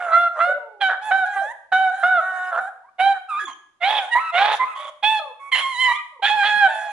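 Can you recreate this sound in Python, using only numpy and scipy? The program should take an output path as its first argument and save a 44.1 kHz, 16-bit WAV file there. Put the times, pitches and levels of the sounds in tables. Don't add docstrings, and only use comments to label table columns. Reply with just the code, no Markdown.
import sys
import numpy as np
from scipy import signal
from scipy.fft import rfft, irfft, next_fast_len
from scipy.io import wavfile
from scipy.ndimage import uniform_filter1d, map_coordinates

SR = 44100
rng = np.random.default_rng(int(sys.argv[2]) if len(sys.argv) > 2 else 0)


def bounce(signal):
    frames = np.transpose(np.atleast_2d(signal))
    limited = np.clip(frames, -1, 1)
    pcm = np.round(limited * 32767).astype(np.int16)
    wavfile.write(sys.argv[1], SR, pcm)


N = 305164
TIME = np.arange(N) / SR

# f/Hz, level/dB
TEETH_SPECTRUM = [(2500, -30), (4000, 2.5), (5200, 0), (7000, -2), (8300, -14.5), (10200, 0), (11300, -18)]


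def folds(t, pitch, level_db, open_db, bite_db, rough, edge_db):
    # start t/s, end t/s, depth
    doublings = [(1.333, 1.386, 0.6), (2.213, 2.519, 0.42), (3.879, 3.999, 0.2), (4.382, 4.544, 0.5),
                 (6.433, 6.488, 0.32)]
    # f/Hz, gain/dB re 3 kHz
    throat = [(2050, 9.5), (2350, -2), (2750, -2), (3200, -3), (3700, -0.5), (4100, -11), (4500, -25.5),
              (5000, -24.5), (6100, -29.5), (6900, -21.5), (8000, -28), (9000, -25), (10200, -25.5),
              (11300, -38)]
    # f/Hz, slope/(dB per dB)
    growth = [(4000, 1), (5500, .5)]
    # f/Hz, share of the edge
    edge_share = [(5000, 0.23), (7000, 1)]
    # f/Hz, level/dB
    hoarse = [(400, -40.5), (800, -5), (2000, 15), (3400, -10), (4800, -10), (10000, -33), (11300, -51)]
    rough = np.clip(rough, 0, 1)
    jitter = .0047 * wobble(t, 89.5) + .032 * rough * wobble(t, 474.3)
    phase = 2 * np.pi * np.cumsum(pitch * (1 + jitter)) / SR
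    shimmer = 1 + .45 * rough * np.tanh(wobble(t, 400))
    doubling = 1 + spells(t, doublings, edge=.007) * np.cos(phase / 2)
    medium_db, ring_hz, ring_width_hz = -38, 3222, 390
    treble_db = level_db + bite_db
    effort_db = treble_db - medium_db
    hz = np.arange(3, 18)[:, None] * pitch
    upper_db = medium_db + along(throat, hz) + along(growth, hz) * effort_db
    upper_db += .27 * np.maximum(effort_db, 0) * np.exp(-((hz - ring_hz) / ring_width_hz) ** 2)
    upper_db += along(edge_share, hz) * (edge_db - 5 * rough)
    voice = np.zeros(len(t))
    for k, db in enumerate([level_db, level_db + open_db, *upper_db], 1):
        waver_db = (.82 + 3.5 * np.log10(k)) * wobble(t, 29.12)
        level = amp(db + waver_db) * (k * pitch < SR / 3)
        air = (.04 + .0035 * t + .37 * rough) * k ** .93
        blur = (wobble(t, 750) + 1j * wobble(t, 750)) / np.sqrt(2)
        throat_phase = 2 * np.pi * rng.random()
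        harmonic = np.real((1 + air * blur) * np.exp(1j * (k * phase + throat_phase)))
        voice += np.sqrt(2) * level * harmonic / np.sqrt(1 + air ** 2)
    voice += amp(treble_db - 5) * rough * (1 + np.cos(phase)) * noise(hoarse, len(t))
    voice += amp(-63 + .79 * effort_db) * noise(TEETH_SPECTRUM, len(t))
    return voice * shimmer * doubling


def strain(t, start, catch_s=.011):
    # start t/s, end t/s, roughness
    rasps = [(0.891, .976, 0.88), (3.788, 3.879, .35), (3.882, 4.018, .75), (4.372, 4.452, .6),
             (4.45, 4.59, 1.1), (5.548, 5.623, 0.8), (5.844, 5.982, 0.13), (6.246, 6.301, 0.6),
             (6.437, 6.5, 0.33)]
    catch = .68 * np.exp(-np.abs(t - start) / catch_s)
    return np.maximum(catch, spells(t, rasps, edge=.014))


def cries(gain_db=-2.57, opening_db_per_octave=-19.5):
    # start t/s, end t/s, start f/Hz, middle f/Hz, end f/Hz, relative level/dB, opening/dB,
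    # bite/dB, swell/dB, bite lost as the mouth closes/dB, attack t/s
    calls = [ (0.122, 0.285, 652.3, 695, 681.2, -23.5, 10.5, -18, -6.5, 3.5, .035),
             (0.405, 0.536, 662, 718.5, 744.6, -23.5, 6.5, -18, -11.5, 1.5, 0.04),
             (0.814, 0.947, 804, 752.3, 769.5, -21.5, 3, -14, -6, 25, 0.024),
             (1.112, 1.252, 746, 771.2, 722.5, -17, -1, -22, -5.5, 9, .011),
             (1.722, 1.909, 740, 758, 732, -16.5, -2.5, -20.5, -4.5, 11, .012),
             (2.032, 2.204, 692.6, 743, 642, -19, 3.5, -22.5, -3, 7, 0.013),
             (2.997, 3.133, 736, 786.4, 776, -15, -11, -17.5, -5.5, 8, 0.032),
             (3.829, 4, 695, 852.5, 809.4, -18.5, -12.5, -8.5, -4.5, -3.5, 0.06),
             (4.349, 4.553, 691.7, 830.7, 841, -16.5, -9.5, -10, -4.5, 0, 0.072),
             (5.034, 5.196, 819.4, 877, 821.4, -18, -10, -6.5, -5, 4, 0.022)]
    out = np.zeros(N)
    for start, end, hz0, hz1, hz2, db, open_db, bite_db, swell_db, closing_db, attack in calls:
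        span, t, envelope = note(start, end, attack)
        pitch, level_db = arch(t, start, end, hz0, hz1, hz2, db, swell_db)
        opening = open_db + opening_db_per_octave * np.log2(pitch / np.median(pitch))
        bite = bite_db + closing_db * np.interp(t, [start, end], [.5, -.5])
        out[span] += envelope * folds(t, pitch, level_db, opening, bite, strain(t, start), edge_db=-4)
    return amp(gain_db) * out


def yowls():
    # t/s, f/Hz, level/dB, opening/dB, bite/dB
    high_yowl = [(5.52, 1056, -29, 7, 4), (5.536, 1030, -26.5, 11.5, 2), (5.598, 1011, -33.5, -1, 11.5),
                 (5.612, 1114, -34, 4, 4.5), (5.646, 1065, -23.5, -4, -13), (5.704, 1067, -28, -2.5, -9.5),
                 (5.76, 967, -33.5, -2.5, -4.5), (5.814, 1038, -27.5, 8, 4.5),
                 (5.868, 999, -20.5, 1.5, -11), (5.92, 954.7, -18.5, -6, -14.5),
                 (5.948, 1051, -35.5, 2.5, -5.5), (5.97, 1196, -38.5, 2, -3)]
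    low_yowl = [(6.225, 783, -21.5, -6.5, -6.5), (6.255, 817.7, -21.5, 1, -1), (6.275, 885.4, -41, 22, 14),
                (6.305, 832.6, -19.5, -9.5, -7), (6.351, 850, -18.5, -10.5, -17.5),
                (6.431, 795, -26.5, 11.5, -1.5), (6.467, 836.6, -23, 2, -3), (6.595, 833, -24, 5.5, -10),
                (6.647, 787.3, -16, -2, -14.5), (6.68, 750, -19, 5, -22)]
    out = np.zeros(N)
    for course, edge_db in [(high_yowl, 4), (low_yowl, -3.5)]:
        times, *columns = np.transpose(course)
        span, t, envelope = note(times[0], times[-1], attack=.012)
        contours = [np.interp(t, times, column) for column in columns]
        out[span] += envelope * folds(t, *contours, strain(t, times[0]), edge_db)
    return out


def whines(gain_db=.5):
    # start t/s, end t/s, start f/Hz, middle f/Hz, end f/Hz, relative level/dB, opening/dB,
    # bite/dB, swell/dB, roughness
    calls = [ (0, 0.121, 721, 693.5, 665, -31, 2, -23.5, -1, 0.7),
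             (0.327, 0.403, 703.6, 636, 630, -35.5, 2, -26.5, 20.5, 1),
             (1.019, 1.109, 822, 859, 825, -29, -8, -19, 10.5, .15),
             (1.255, 1.364, 819, 817, 805, -36.5, 5, -17, -3, .05),
             (1.359, 1.526, 794, 808, 984, -30.5, -1, -24.5, -13.5, 0.06),
             (1.915, 2.041, 787, 776, 787, -35, 3.5, -19.5, 2, .3),
             (2.203, 2.511, 744.7, 736.8, 734, -32, 1.5, -26.5, 0.5, .18),
             (2.518, 2.6, 704.3, 670.3, 734, -28, 4.5, -28, 1, 1.1),
             (2.605, 2.692, 772, 749, 827, -32, -5, -31, -9.5, .1),
             (3.136, 3.18, 782, 770.5, 724, -36, 4, -30, 5, .35),
             (3.292, 3.398, 1330, 1190, 1292, -25.5, -17, -25, 6, .3),
             (3.396, 3.449, 1677, 1685, 1680, -28, -25, -11.5, -7, 0.4),
             (3.475, 3.521, 1106, 1041, 1043, -36.5, -18, -13.5, -13, 1.1),
             (4.0, 4.107, 815, 746.5, 914, -33, -7.5, -20.5, -9.5, 0.6),
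             (4.114, 4.144, 959, 945, 960, -33, 13, -3.5, 11.5, 0),
             (4.152, 4.194, 941, 991.5, 1067, -18, -3.5, -24.5, -9, 0.5),
             (4.193, 4.31, 1287, 1316, 1265, -28.5, -14.5, -19.5, 2, 0.5),
             (4.598, 4.642, 1026, 1011, 1047, -15.5, -13.5, -36, 4, 0.2),
             (4.639, 4.746, 1130, 1280, 1236, -38, -11, -24, -3, 0.7),
             (4.755, 4.9, 1080, 1118, 1122, -36, -17, -9.5, -1.5, 1),
             (5.4, 5.502, 1101, 1115, 1120, -41.5, -7.5, -25.5, 3.5, 0.2),
             (6.686, 6.927, 905, 848, 832, -32, -4, -15, -4.5, 0.19)]
    out = np.zeros(N)
    for start, end, hz0, hz1, hz2, db, open_db, bite_db, swell_db, rough in calls:
        span, t, envelope = note(start, end, attack=.022, release=.022)
        pitch, level_db = arch(t, start, end, hz0, hz1, hz2, db, swell_db)
        out[span] += envelope * folds(t, pitch, level_db, open_db, bite_db, rough, edge_db=3.5)
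    return amp(gain_db) * out


def mouth(x, cutoff_hz=490):
    return filtered(x, lambda hz: 1 - 1 / (1 + (hz / cutoff_hz) ** 10))


def side_tones(waver=.011, shimmer_db=4.5):
    # start t/s, end t/s, start f/Hz, end f/Hz, start level/dB, end level/dB,
    # overtone/dB re fundamental
    glides = [(0.476, 0.592, 576, 585, -25.5, -31, -19.5), (0.571, 0.818, 492, 392, -51, -59, 3.5),
              (1.417, 1.463, 705, 547, -29.5, -37, -35), (2.838, 2.897, 903, 1198, -54.5, -53.5, -20),
              (3.422, 3.494, 398.5, 283, -52, -57, -18), (3.453, 3.546, 3435, 3087, -42, -52.5, -8.5),
              (4.776, 4.898, 610, 600, -48, -36, -37), (5.197, 5.322, 652.5, 485, -37.5, -47, -0.5),
              (5.88, 6.006, 1150, 1206, -33, -34.5, -8), (6.119, 6.22, 634, 433, -62, -56, 7.5),
              (6.673, 6.882, 630.4, 682, -35, -42.5, -28)]
    out = np.zeros(N)
    for start, end, hz0, hz1, db0, db1, overtone_db in glides:
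        span = (TIME > start - .02) & (TIME < end + .02)
        t = TIME[span]
        pitch = np.interp(t, [start, end], [hz0, hz1]) * (1 + waver * wobble(t, 200))
        phase = 2 * np.pi * np.cumsum(pitch) / SR
        tone = np.sin(phase) + amp(overtone_db) * np.sin(2 * phase)
        level_db = np.interp(t, [start, end], [db0, db1]) + shimmer_db * wobble(t, 120)
        out[span] += np.sqrt(2) * amp(level_db) * gate(t, start, end, edge=.02) * tone
    return out


def hiss():
    return amp(-47) * gate(TIME, start=4.52, end=4.58, edge=.025) * noise(TEETH_SPECTRUM)


def direct(x, lag_s=.00004):
    # f/Hz, level/dB re right
    balance = [(300, -2.5), (750, -4.5), (1400, -2.5), (2200, -7.5), (4000, -6.5), (8000, -13)]
    left = lambda hz: amp(along(balance, hz) / 2) * np.exp(-1j * np.pi * hz * lag_s)
    return filtered(x, lambda hz: np.array([left(hz), 1 / left(hz)]))


def room(x, build_up_s=.0018):
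    # f/Hz, T60/s
    decay_times = [(200, 1), (800, 0.55), (2000, 0.54), (4000, 0.47), (10000, 0.57)]
    hz, t, spectra = signal.stft(rng.standard_normal((2, SR)), SR, nperseg=256)
    decay = amp(-60 * t / along(decay_times, hz)[:, None])
    tail = signal.istft(spectra * decay, SR, nperseg=256)[1]
    tail *= 1 - np.exp(-np.arange(tail.shape[1]) / SR / build_up_s)
    mid, side = tail / np.linalg.norm(tail[0])
    side = signal.sosfilt(signal.butter(1, 1300, "high", fs=SR, output="sos"), side)
    return signal.fftconvolve(x[None], np.array([mid + side, mid - side]), axes=1)[:, :N]


def flutter(voice):
    # f/Hz, level/dB
    rumble = [(20, -7.5), (45, 1), (110, 4), (450, 7.5), (700, -45)]
    voice_rms = np.sqrt(np.abs(uniform_filter1d(voice ** 2, size=900)))
    pair = noise(rumble) + .5 * np.array([noise(rumble), noise(rumble)])
    swell = amp(2.5 * wobble(TIME, 16))
    return amp(-42) * swell * voice_rms * pair


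def still_air():
    # f/Hz, level/dB
    spectrum = [(25, -6), (1500, -13), (11000, -27)]
    return amp(-74) * np.array([noise(spectrum), noise(spectrum)])


def note(start, end, attack, release=.023):
    span = (TIME > start - .03) & (TIME < end + .03)
    t = TIME[span]
    return span, t, gate(t, start, np.inf, attack) * gate(t, -np.inf, end, release)


def arch(t, start, end, hz0, hz1, hz2, db, swell_db):
    progress = np.clip((t - start) / (end - start), 0, 1)
    parabola = np.polyfit([0, .5, 1], [hz0, hz1, hz2], 2)
    return np.polyval(parabola, progress), db + swell_db * (progress - .5)


def gate(t, start, end, edge):
    return np.sin(np.pi / 2 * np.clip(np.minimum(t - start, end - t) / edge + .5, 0, 1)) ** 2


def spells(t, rows, edge):
    return sum(strength * gate(t, start, end, edge) for start, end, strength in rows)


def wobble(t, rate):
    at = (t - t[0]) * rate
    return map_coordinates(rng.standard_normal(int(at[-1]) + 4), [at], mode="nearest")


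def noise(spectrum, size=N):
    x = filtered(rng.standard_normal(size), lambda hz: amp(along(spectrum, hz)))
    return x / np.sqrt(np.mean(x ** 2) + 1e-20)


def filtered(x, response):
    n = x.shape[-1]
    padded = next_fast_len(n + SR // 10)
    return irfft(rfft(x, padded) * response(np.fft.rfftfreq(padded, 1 / SR)), padded)[..., :n]


def along(points, hz):
    f, values = np.transpose(points)
    return np.interp(np.log(hz + 1), np.log(f + 1), values)


def amp(db):
    return 10 ** (np.asarray(db) / 20)


def scene():
    dog = mouth(cries() + whines() + yowls()) + side_tones() + hiss()
    floor = still_air()
    return direct(dog) + amp(-9) * room(dog) + flutter(dog) + floor


def record(dry, ceiling=.78, top_hz=11350):
    rounded = dry / (1 + (dry / ceiling) ** 8) ** (1 / 8)
    return filtered(rounded, lambda hz: hz < top_hz)


dry = scene()
out = record(dry)
bounce(out)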